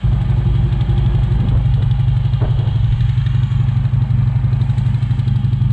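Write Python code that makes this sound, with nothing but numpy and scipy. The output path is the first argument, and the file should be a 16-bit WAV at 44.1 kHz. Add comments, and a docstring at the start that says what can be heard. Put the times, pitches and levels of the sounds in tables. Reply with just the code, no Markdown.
"""A big V-twin motorcycle idles on a forecourt while someone walks round it with a small camera.
We start by the tailpipes: two unevenly spaced firings a cycle ring the pipes, gas rasps behind them,
and the weaker cylinder sometimes misses. From about 1.4 to 3 s, puffs of wind brush the microphone.
Alongside the engine the valve gear ticks and clatters, reflected by the pavement. By the end we are
ahead of the front wheel, where the boom has thinned and the bark comes forward."""
import sys
import numpy as np
from scipy import signal
from scipy.fft import rfft, irfft, next_fast_len
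from scipy.io import wavfile
from scipy.ndimage import uniform_filter1d, minimum_filter1d

SR = 44100
rng = np.random.default_rng(int(sys.argv[2]) if len(sys.argv) > 2 else 0)


def persist_wave(psi):
    """Save psi, clipped to +-1, as 16-bit WAV."""
    counts = np.round(np.clip(psi, -1, 1) * 32767).astype(np.int16)
    wavfile.write(sys.argv[1], SR, np.atleast_2d(counts).T)


N = 252252
TIME = np.arange(N) / SR
# In shares of a cycle: the first firing, the gap to the second, a valve's delay after its firing.
FIRST_FIRING, TWIN_GAP, VALVE_LAG = .387, .43, .166
# The walk round the bike. Each row: time in seconds, place (0 by the tailpipes, 1 ahead of the bike).
WALK_PATH = [(0, 0.21), (1.25, 0.037), (1.9, 0.41), (3.2, 0.652), (5.72, 1)]


def undb(db):
    return 10 ** (np.asarray(db) / 20)


def unit(x):
    """Scale to rms 1."""
    return x / np.sqrt(np.mean(x ** 2))


def noise():
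    return rng.standard_normal(N)


def curves(table):
    """Each column of a table, joined by straight lines in time."""
    seconds, *columns = np.transpose(table)
    return [np.interp(TIME, seconds, column) for column in columns]


def colour(x, points):
    """Causal EQ through (Hz, dB) points, falling steeply above the last."""
    size = 2 * next_fast_len(N)
    hz, db = np.transpose(points)
    freqs = np.maximum(np.arange(size // 2 + 1) * SR / size, 1)
    gain = undb(np.interp(np.log(freqs), np.log(hz), db)) * np.minimum(1, hz[-1] / freqs) ** 4
    cepstrum = irfft(np.log(gain))
    cepstrum[1:size // 2] *= 2  # fold to minimum phase
    cepstrum[size // 2 + 1:] = 0
    return irfft(rfft(x, size) * np.exp(rfft(cepstrum)))[:N]


def resonate(x, modes):
    """Steep resonances, scaled together to rms 1; neighbouring modes swing in opposite senses."""
    out = 0
    for k, (hz, width, db) in enumerate(modes):
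        b, a = signal.iirpeak(hz, hz / width, fs=SR)
        out = out + (-1) ** k * undb(db) * signal.lfilter(b, a, signal.lfilter(b, a, x))
    return unit(out)


def strikes(times, sizes):
    """One impulse at each time."""
    at = (times * SR).astype(int)
    inside = (at >= 0) & (at < N)
    return np.bincount(at[inside], sizes[inside], N)


def fade(x, seconds):
    """Give each impulse an exponential tail."""
    return signal.lfilter([1], [1, -np.exp(-1 / (seconds * SR))], x)


def burst(x, rise_s, fall_s):
    """Give each impulse a soft attack and an exponential tail, peaking near 1."""
    return fade(fade(x, fall_s), rise_s) / SR * (1 / rise_s + 1 / fall_s) * np.sqrt(2)


def walk_gain(tail_db, front_db):
    """Gain of one voice as the microphone goes from the tail to the front."""
    return undb(tail_db + (front_db - tail_db) * curves(WALK_PATH)[0])


def gain_near(place, half_width, db):
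    """A swell or dip round one place on the walk; a half width of 0 gives none."""
    return undb(db * np.exp(-((curves(WALK_PATH)[0] - place) / half_width) ** 2))


def beamed(x, modes):
    """Ring the modes of a metal part; each changes level as the microphone crosses its lobe."""
    return sum(undb(db) * gain_near(place, half_width, lobe_db) * resonate(x, [(hz, width, 0)])
               for hz, width, db, place, half_width, lobe_db in modes)


def cycle_times(offset):
    """The moments at which the engine passes one point of its cycle."""
    # The idle hunts a little. Each row: time in seconds, four-stroke cycles a second.
    idle_speed = [(0.0, 11.979), (0.48, 11.818), (0.61, 11.518), (1.24, 12.006), (1.39, 11.744),
                  (2.39, 11.81), (2.94, 11.987), (3.25, 11.657), (3.58, 12.014), (4.37, 11.705),
                  (4.95, 12.251), (5.72, 11.415)]
    cycles = np.cumsum(curves(idle_speed)[0]) / SR
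    return np.interp(np.arange(cycles[-1] - offset) + offset, cycles, TIME)


def twin_strikes(lag, second_size, scatter_db):
    """An uneven blow from each cylinder, a share of a cycle (lag) after it fires."""
    first, second = cycle_times(FIRST_FIRING + lag), cycle_times(FIRST_FIRING + lag + TWIN_GAP)
    sizes = np.r_[np.ones(len(first)), np.full(len(second), second_size)]
    sizes *= undb(scatter_db * rng.standard_normal(len(sizes)))
    return strikes(np.r_[first, second], sizes)


def high_hiss(pulsing):
    """A faint high hiss near 11 kHz that fades briefly midway."""
    # The row: centre and width in Hz, level in dB, then the dip's place, half width and depth in dB.
    hiss_band = [(11400, 2600, -80.5, .6, 0.1, -11.5)]
    hz, width, db, *dip = hiss_band[0]
    return undb(db) * gain_near(*dip) * resonate(pulsing + noise(), [(hz, width, 0)])


def wind(breeze_db=-34.0):
    """Short eddies at the microphone over a light, steady rumble."""
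    # Each row: peak time, rise and fall in seconds, then hiss, flutter and rumble in dB.
    puffs = [(1.444, 0.07, 0.052, -29, -25.5, -24), (1.515, 0.0055, 0.028, -27, -26, -14.5),
             (1.553, 0.017, 0.058, -25.5, -33, -17), (1.803, 0.035, 0.049, -29.5, -42, -17.5),
             (2.424, 0.013, 0.034, -15, -36, -19), (2.481, 0.004, 0.013, -26, -43, -20),
             (2.67, 0.15, 0.05, -30, -47, -29), (2.92, 0.2, 0.2, -59, -43, -20)]
    # The EQ of hiss and rumble. Each row: frequency in Hz, relative level in dB.
    hiss_eq = [(60, 4), (250, -6), (420, -6), (800, -13), (1300, -20), (2500, -36.5), (5000, -68.5)]
    rumble_eq = [(10, -10), (30, 11), (70, 16.5), (110, 15), (200, -6.5), (500, -67.5)]
    # An eddy's flutter. The row: pitch and width in Hz, relative level in dB.
    flutter_band = [(193, 63, 0)]
    hiss, flutter, rumble = 0, 0, undb(breeze_db)
    for peak_s, rise_s, fall_s, hiss_db, flutter_db, rumble_db in puffs:
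        swell = np.exp(-((TIME - peak_s) / np.where(TIME < peak_s, rise_s, fall_s)) ** 2)
        hiss += undb(hiss_db) * swell
        rumble += undb(rumble_db) * swell
        flutter += undb(flutter_db) * swell
    return (hiss * unit(colour(noise(), hiss_eq))
            + rumble * unit(colour(noise(), rumble_eq))
            + flutter * resonate(noise(), flutter_band))


def pavement(x, lag_s=.0028, sway_s=0.000495, share=0.31):
    """Add the ground reflection; its delay shifts as the microphone is carried round."""
    sway = signal.resample(rng.standard_normal(8), N)
    reflection = np.interp(TIME - lag_s - sway_s * sway, TIME, x)
    return (x + share * reflection) / np.hypot(1, share)


def cover_buzz():
    """Every closing of a valve sets the thin covers buzzing for a moment; a faint hiss lies above."""
    # Each row: frequency in Hz, relative level in dB.
    buzz_eq = [(3000, -2.5), (4000, 7), (4600, -7), (5700, -16.5), (7000, -5.5), (8300, -1), (8900, -7.5),
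               (9700, -25), (15000, -41.5)]
    # Each row: time in seconds, level in dB.
    buzz_level = [(0, -63), (1.3, -59), (2.3, -63), (3.5, -65), (4.4, -69), (4.8, -53.5), (5.3, -62),
                  (5.72, -61.5)]
    closings = twin_strikes(lag=0.15, second_size=0.23, scatter_db=2)
    shake = burst(closings, rise_s=0.004, fall_s=0.0075) * noise()
    buzz = undb(curves(buzz_level)[0]) * unit(colour(shake, buzz_eq))
    return buzz + high_hiss(unit(shake))


def piston_knock(level_db=-47):
    """The pistons slap the crankcase with a dull knock after each firing."""
    # The row: pitch and width in Hz, relative level in dB.
    crankcase_mode = [(321, 136, 0)]
    slaps = twin_strikes(lag=0.1351, second_size=0.12, scatter_db=2.5)
    return undb(level_db) * resonate(slaps, crankcase_mode)


def clatter(count=30, spread_db=3, scatter_db=8, jitter_s=.0008, ring_s=0.0055, whirr=1.04):
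    """Gears, chain and lifters knock at the same points of every cycle and ring the castings."""
    hits = np.zeros(N)
    offsets = (np.arange(count) + rng.random(count)) / count
    for offset, weight in zip(offsets, rng.uniform(0.73, 1, count)):
        times = cycle_times(offset)
        slip, force = rng.standard_normal((len(times), 2)).T
        hits += strikes(times + jitter_s * slip, undb(spread_db * weight + scatter_db * np.tanh(force)))
    casting = rng.standard_normal(SR // 20) * np.exp(-TIME[:SR // 20] / ring_s)
    return unit(signal.fftconvolve(hits, casting)[:N]) + whirr * noise()


def engine_clatter(surge=0.77, heads_db=-49, fins_shade=1.4):
    """The clatter as the crankcase, the heads, their cooling fins and the thin covers radiate it."""
    # The engine is shaded as the microphone turns to the street. Each row: time in seconds, gain in dB.
    facing = [(0, 0.5), (1, 1.5), (1.5, 0.5), (2.7, 3.5), (3.45, 2.5), (3.95, -2.5), (4.45, -5),
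              (4.8, -0.5), (5.72, -1.5)]
    # Each row: time in seconds, midrange level in dB, treble level in dB.
    clatter_level = [(0, -45, -56), (1.1, -44.5, -56.5), (1.7, -46, -58), (2.7, -47, -58),
                     (3.1, -43, -56.5), (4, -46, -59), (4.5, -45.5, -57.5), (4.7, -45.5, -53.5),
                     (5.1, -44.5, -55), (5.45, -49, -58.5)]
    # The EQ of crankcase, heads and sizzling covers. Each row: frequency in Hz, relative level in dB.
    case_eq = [(1000, -35.5), (1350, 3.5), (1680, 3), (2000, 1.5), (2350, 1.5), (2650, 0), (3100, -57.5)]
    heads_eq = [(2300, -35), (2750, 7), (3050, 7.5), (3290, 2), (3600, 5.5), (4050, 2.5), (4500, -7.5),
                (5300, -60.5)]
    sizzle_eq = [(4000, -1), (4800, -4.5), (5700, -11), (6500, -10.5), (7200, -5.5), (8100, -3.5),
                 (8800, -10.5), (9600, -33.5), (11800, -30.5), (15000, -50.5)]
    # Each row: pitch and width in Hz, level in dB, lobe place, half width, gain in dB.
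    fin_modes = [(3283, 170, -59, .64, 0, 8), (3330, 110, -60, 0, 0.2, 5.5),
                 (3257, 67, -63.5, 0.96, 0.06, 12), (3780, 110, -66, .62, 0, 5),
                 (6670, 1500, -85.5, .665, .17, 18), (7070, 130, -84, 0.7, .035, 17)]
    facing_db = curves(facing)[0]
    midrange_db, treble_db = curves(clatter_level)
    parts = ((midrange_db, case_eq), (heads_db + facing_db, heads_eq), (treble_db, sizzle_eq))
    fins = undb(fins_shade * facing_db) * beamed(clatter(), fin_modes)
    body = sum(undb(db) * unit(colour(clatter(), eq)) for db, eq in parts)
    # The strong power stroke loads the gears, so the clatter surges once a cycle.
    strokes = cycle_times(FIRST_FIRING + 0.14)
    load = 1 + surge * burst(strikes(strokes, np.ones(len(strokes))), rise_s=0.0034, fall_s=0.0048)
    return unit(load) * (fins + body)


def contact(hits, rough=.8, rebound_s=.003, rebound=0.45):
    """Each blow, its rebound a few milliseconds later and a short rattle."""
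    rattle = burst(hits, rise_s=0.00094, fall_s=0.0042)
    at = np.flatnonzero(hits)
    delays = rebound_s * (1 + .15 * rng.standard_normal(len(at)))
    bounces = strikes(at / SR + delays, rebound * hits[at])
    return np.std(rattle) * unit(unit(hits + bounces) + rough * unit(rattle * noise()))


def valve_ticks(front_db=-40, rear_db=-47, scatter_db=0.5, lead_s=0.0003, snap_db=-12, tap_db=-0.5):
    """A valve snaps shut after each firing and clacks in the rocker cover; hard blows ring the steel."""
    # The hardest ticks. Each row: time in seconds, cover clack in dB, steel ring in dB.
    hard_ticks = [(0.7256, -37.5, -37), (0.8099, -37.5, -33), (0.8942, -37, -38.5), (0.9794, -39.5, -33.5),
                  (1.0617, -36.5, -34), (1.3195, -36, -45.5), (1.486, -39.5, -36), (1.7394, -32.5, -32.5),
                  (1.8237, -35, -35.5), (1.9125, -38.5, -31), (2.0827, -37.5, -40), (2.3352, -30.5, -43),
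                  (2.6723, -39, -39.5), (2.8437, -36, -38.5), (2.9242, -34.5, -36), (3.0064, -29, -34.5),
                  (3.0934, -31, -40), (3.1763, -35, -42), (3.2637, -29.5, -40.5), (3.434, -38.5, -35.5),
                  (3.6847, -37.5, -45), (4.0193, -36, -52), (4.5301, -35, -49.5), (4.6141, -30, -45.5),
                  (4.6969, -36.5, -49), (4.781, -35.5, -51), (4.945, -38, -45), (5.0246, -37.5, -43),
                  (5.1102, -37.5, -46), (5.1943, -36, -44), (5.279, -36, -41.5)]
    # The rocker cover. Each row: pitch and width in Hz, level in dB, lobe place, half width, gain in dB.
    cover_modes = [(1760, 170, -12, .65, 0.13, 8.5), (3765, 210, -6, 0.8, 0.2, 1),
                   (3966, 270, -8, 0.9, 0.2, 5), (4530, 440, -30.5, .95, .06, 20.5),
                   (8400, 720, -32, .95, .09, 12)]
    # Each row: frequency in Hz, relative level in dB.
    snap_eq = [(600, -37.5), (1300, -17.5), (1720, -0.5), (2500, -2.5), (3300, 7), (4000, 10), (4600, -24),
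               (6000, -26), (8200, -19.5), (9700, -36.5), (15000, -50.5)]
    # Each row: pitch and width in Hz, relative level in dB.
    steel_modes = [(1700, 200, -8), (3334, 800, 0)]
    first = cycle_times(FIRST_FIRING + VALVE_LAG)
    second = cycle_times(FIRST_FIRING + VALVE_LAG + TWIN_GAP)
    first_db = front_db + scatter_db * rng.standard_normal(len(first))
    second_db = rear_db + scatter_db * rng.standard_normal(len(second))
    taps = np.zeros(len(first))
    for time_s, clack_db, ring_db in hard_ticks:
        nearest = np.argmin(abs(first - time_s))
        first[nearest] = time_s - lead_s
        first_db[nearest], taps[nearest] = clack_db, undb(ring_db)
    # The second cylinder's valve is clearest beside the engine.
    beside = gain_near(place=0.66, half_width=0.076, db=6.5)
    clack = contact(strikes(first, undb(first_db)) + beside * strikes(second, undb(second_db)))
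    ring = contact(strikes(first, taps))
    cover = beamed(clack, cover_modes) + undb(snap_db) * unit(colour(clack, snap_eq))
    return np.std(clack) * cover + np.std(ring) * undb(tap_db) * resonate(ring, steel_modes)


def firings(second_db=-5, scatter_db=1.3, second_scatter_db=2.07, jitter_s=.00016):
    """Pressure pulses of the two cylinders; the second burns weaker and less evenly."""
    # The second cylinder's misses. Each row: time in seconds, change of level in dB.
    misses = [(.25, -3), (.68, -11), (.85, -5), (1.44, -8.5), (1.61, -3), (2.46, -3), (2.71, -0.5),
              (3.89, -4.5), (4.06, -7), (4.74, -5)]
    first, second = cycle_times(FIRST_FIRING), cycle_times(FIRST_FIRING + TWIN_GAP)
    burn_db = second_db + second_scatter_db * rng.standard_normal(len(second))
    for time_s, db in misses:
        burn_db[np.argmin(abs(second + .02 - time_s))] += db
    times = np.r_[first, second]
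    sizes = undb(np.r_[scatter_db * rng.standard_normal(len(first)), burn_db])
    return strikes(times + jitter_s * rng.standard_normal(len(times)), sizes)


def exhaust(pulses, flow_s=0.045, steady_flow=1.0, thump_db=-14):
    """Each pulse rings the pipes, and the turbulent gas behind it keeps them rasping."""
    # The pipes' three low voices. Each row: pitch and width in Hz, relative level in dB.
    boom_modes = [(52.97, 8.8, 6.5), (179.5, 50, -14)]
    thump_modes = [(96.6, 30.2, -6.5), (124, 42.4, 0.5), (134.33, 30.1, 1), (152.55, 9.1, -11.5)]
    bark_modes = [(195.5, 27.5, 12), (232, 117, -7.5)]
    # The tailpipes' hollow tones and the header pipes' steel walls.
    # Each row: pitch and width in Hz, level in dB, lobe place, half width, gain in dB.
    tailpipe_modes = [(171.3, 35, -42.5, 0.1, .2, 16.5), (275, 11, -55, 0.2, 0.5, 8.5),
                      (347, 27, -53, .08, .18, 16)]
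    header_modes = [(813, 43, -55.5, 0, 0.9, 11), (851, 7.8, -58, 0.8, 0.4, 3),
                    (923, 66, -56.5, 0.7, 0.3, 6), (1122, 160, -53, .7, .08, 6.5),
                    (1189, 58, -52, 0.5, 0.5, -5), (1677, 59, -63.5, .05, 0.1, 12)]
    # Each row: frequency in Hz, relative level in dB.
    rasp_eq = [(250, -24.5), (400, -0.5), (520, -2.5), (600, 0), (730, 0), (830, 2.5), (940, -0.5),
               (1070, -6), (1220, -3), (1350, -14.5), (1700, -40)]
    # Each row: time in seconds, level in dB.
    rasp_level = [(0, -39.5), (1.2, -39), (1.75, -45), (2.7, -40.5), (2.95, -46.5), (3.35, -49.5),
                  (3.8, -44.5), (4.6, -42.5), (5.1, -46), (5.72, -50.5)]
    flow = unit(fade(pulses, flow_s)) + steady_flow
    push, gas = unit(pulses), unit(flow * noise())  # more gas, rougher voice
    boom = walk_gain(tail_db=-17, front_db=-26.5) * resonate(push + 0.12 * gas, boom_modes)
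    thump = undb(thump_db) * resonate(push + .055 * gas, thump_modes)  # carries equally all round
    bark = walk_gain(tail_db=-37, front_db=-29) * resonate(push + gas, bark_modes)
    bark *= gain_near(place=0.56, half_width=0.12, db=-7.5)  # dips beside the bike
    tailpipes = beamed(push + 2.1 * gas, tailpipe_modes)
    headers = beamed(push + 3 * gas, header_modes)
    rasp = undb(curves(rasp_level)[0]) * unit(colour(flow * noise(), rasp_eq))
    return boom - thump + bark + tailpipes + headers + rasp


def scene():
    """The idling bike and the wind, in mono."""
    throb = exhaust(firings()) + piston_knock()
    mechanics = engine_clatter() + valve_ticks() + cover_buzz()
    return (throb + pavement(mechanics) + wind())[None]


def record(dry, ceiling=0.46, top_hz=15600):
    """The camera's limiter eases down the peaks; the top is cut."""
    needed_gain = np.minimum(1, ceiling / (abs(dry) + 1e-9))
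    gain = uniform_filter1d(minimum_filter1d(needed_gain, size=300), size=400)
    high_cut = signal.ellip(8, .2, 70, top_hz, fs=SR, output="sos")
    return signal.sosfilt(high_cut, dry * gain)


dry = scene()
out = record(dry)
persist_wave(out)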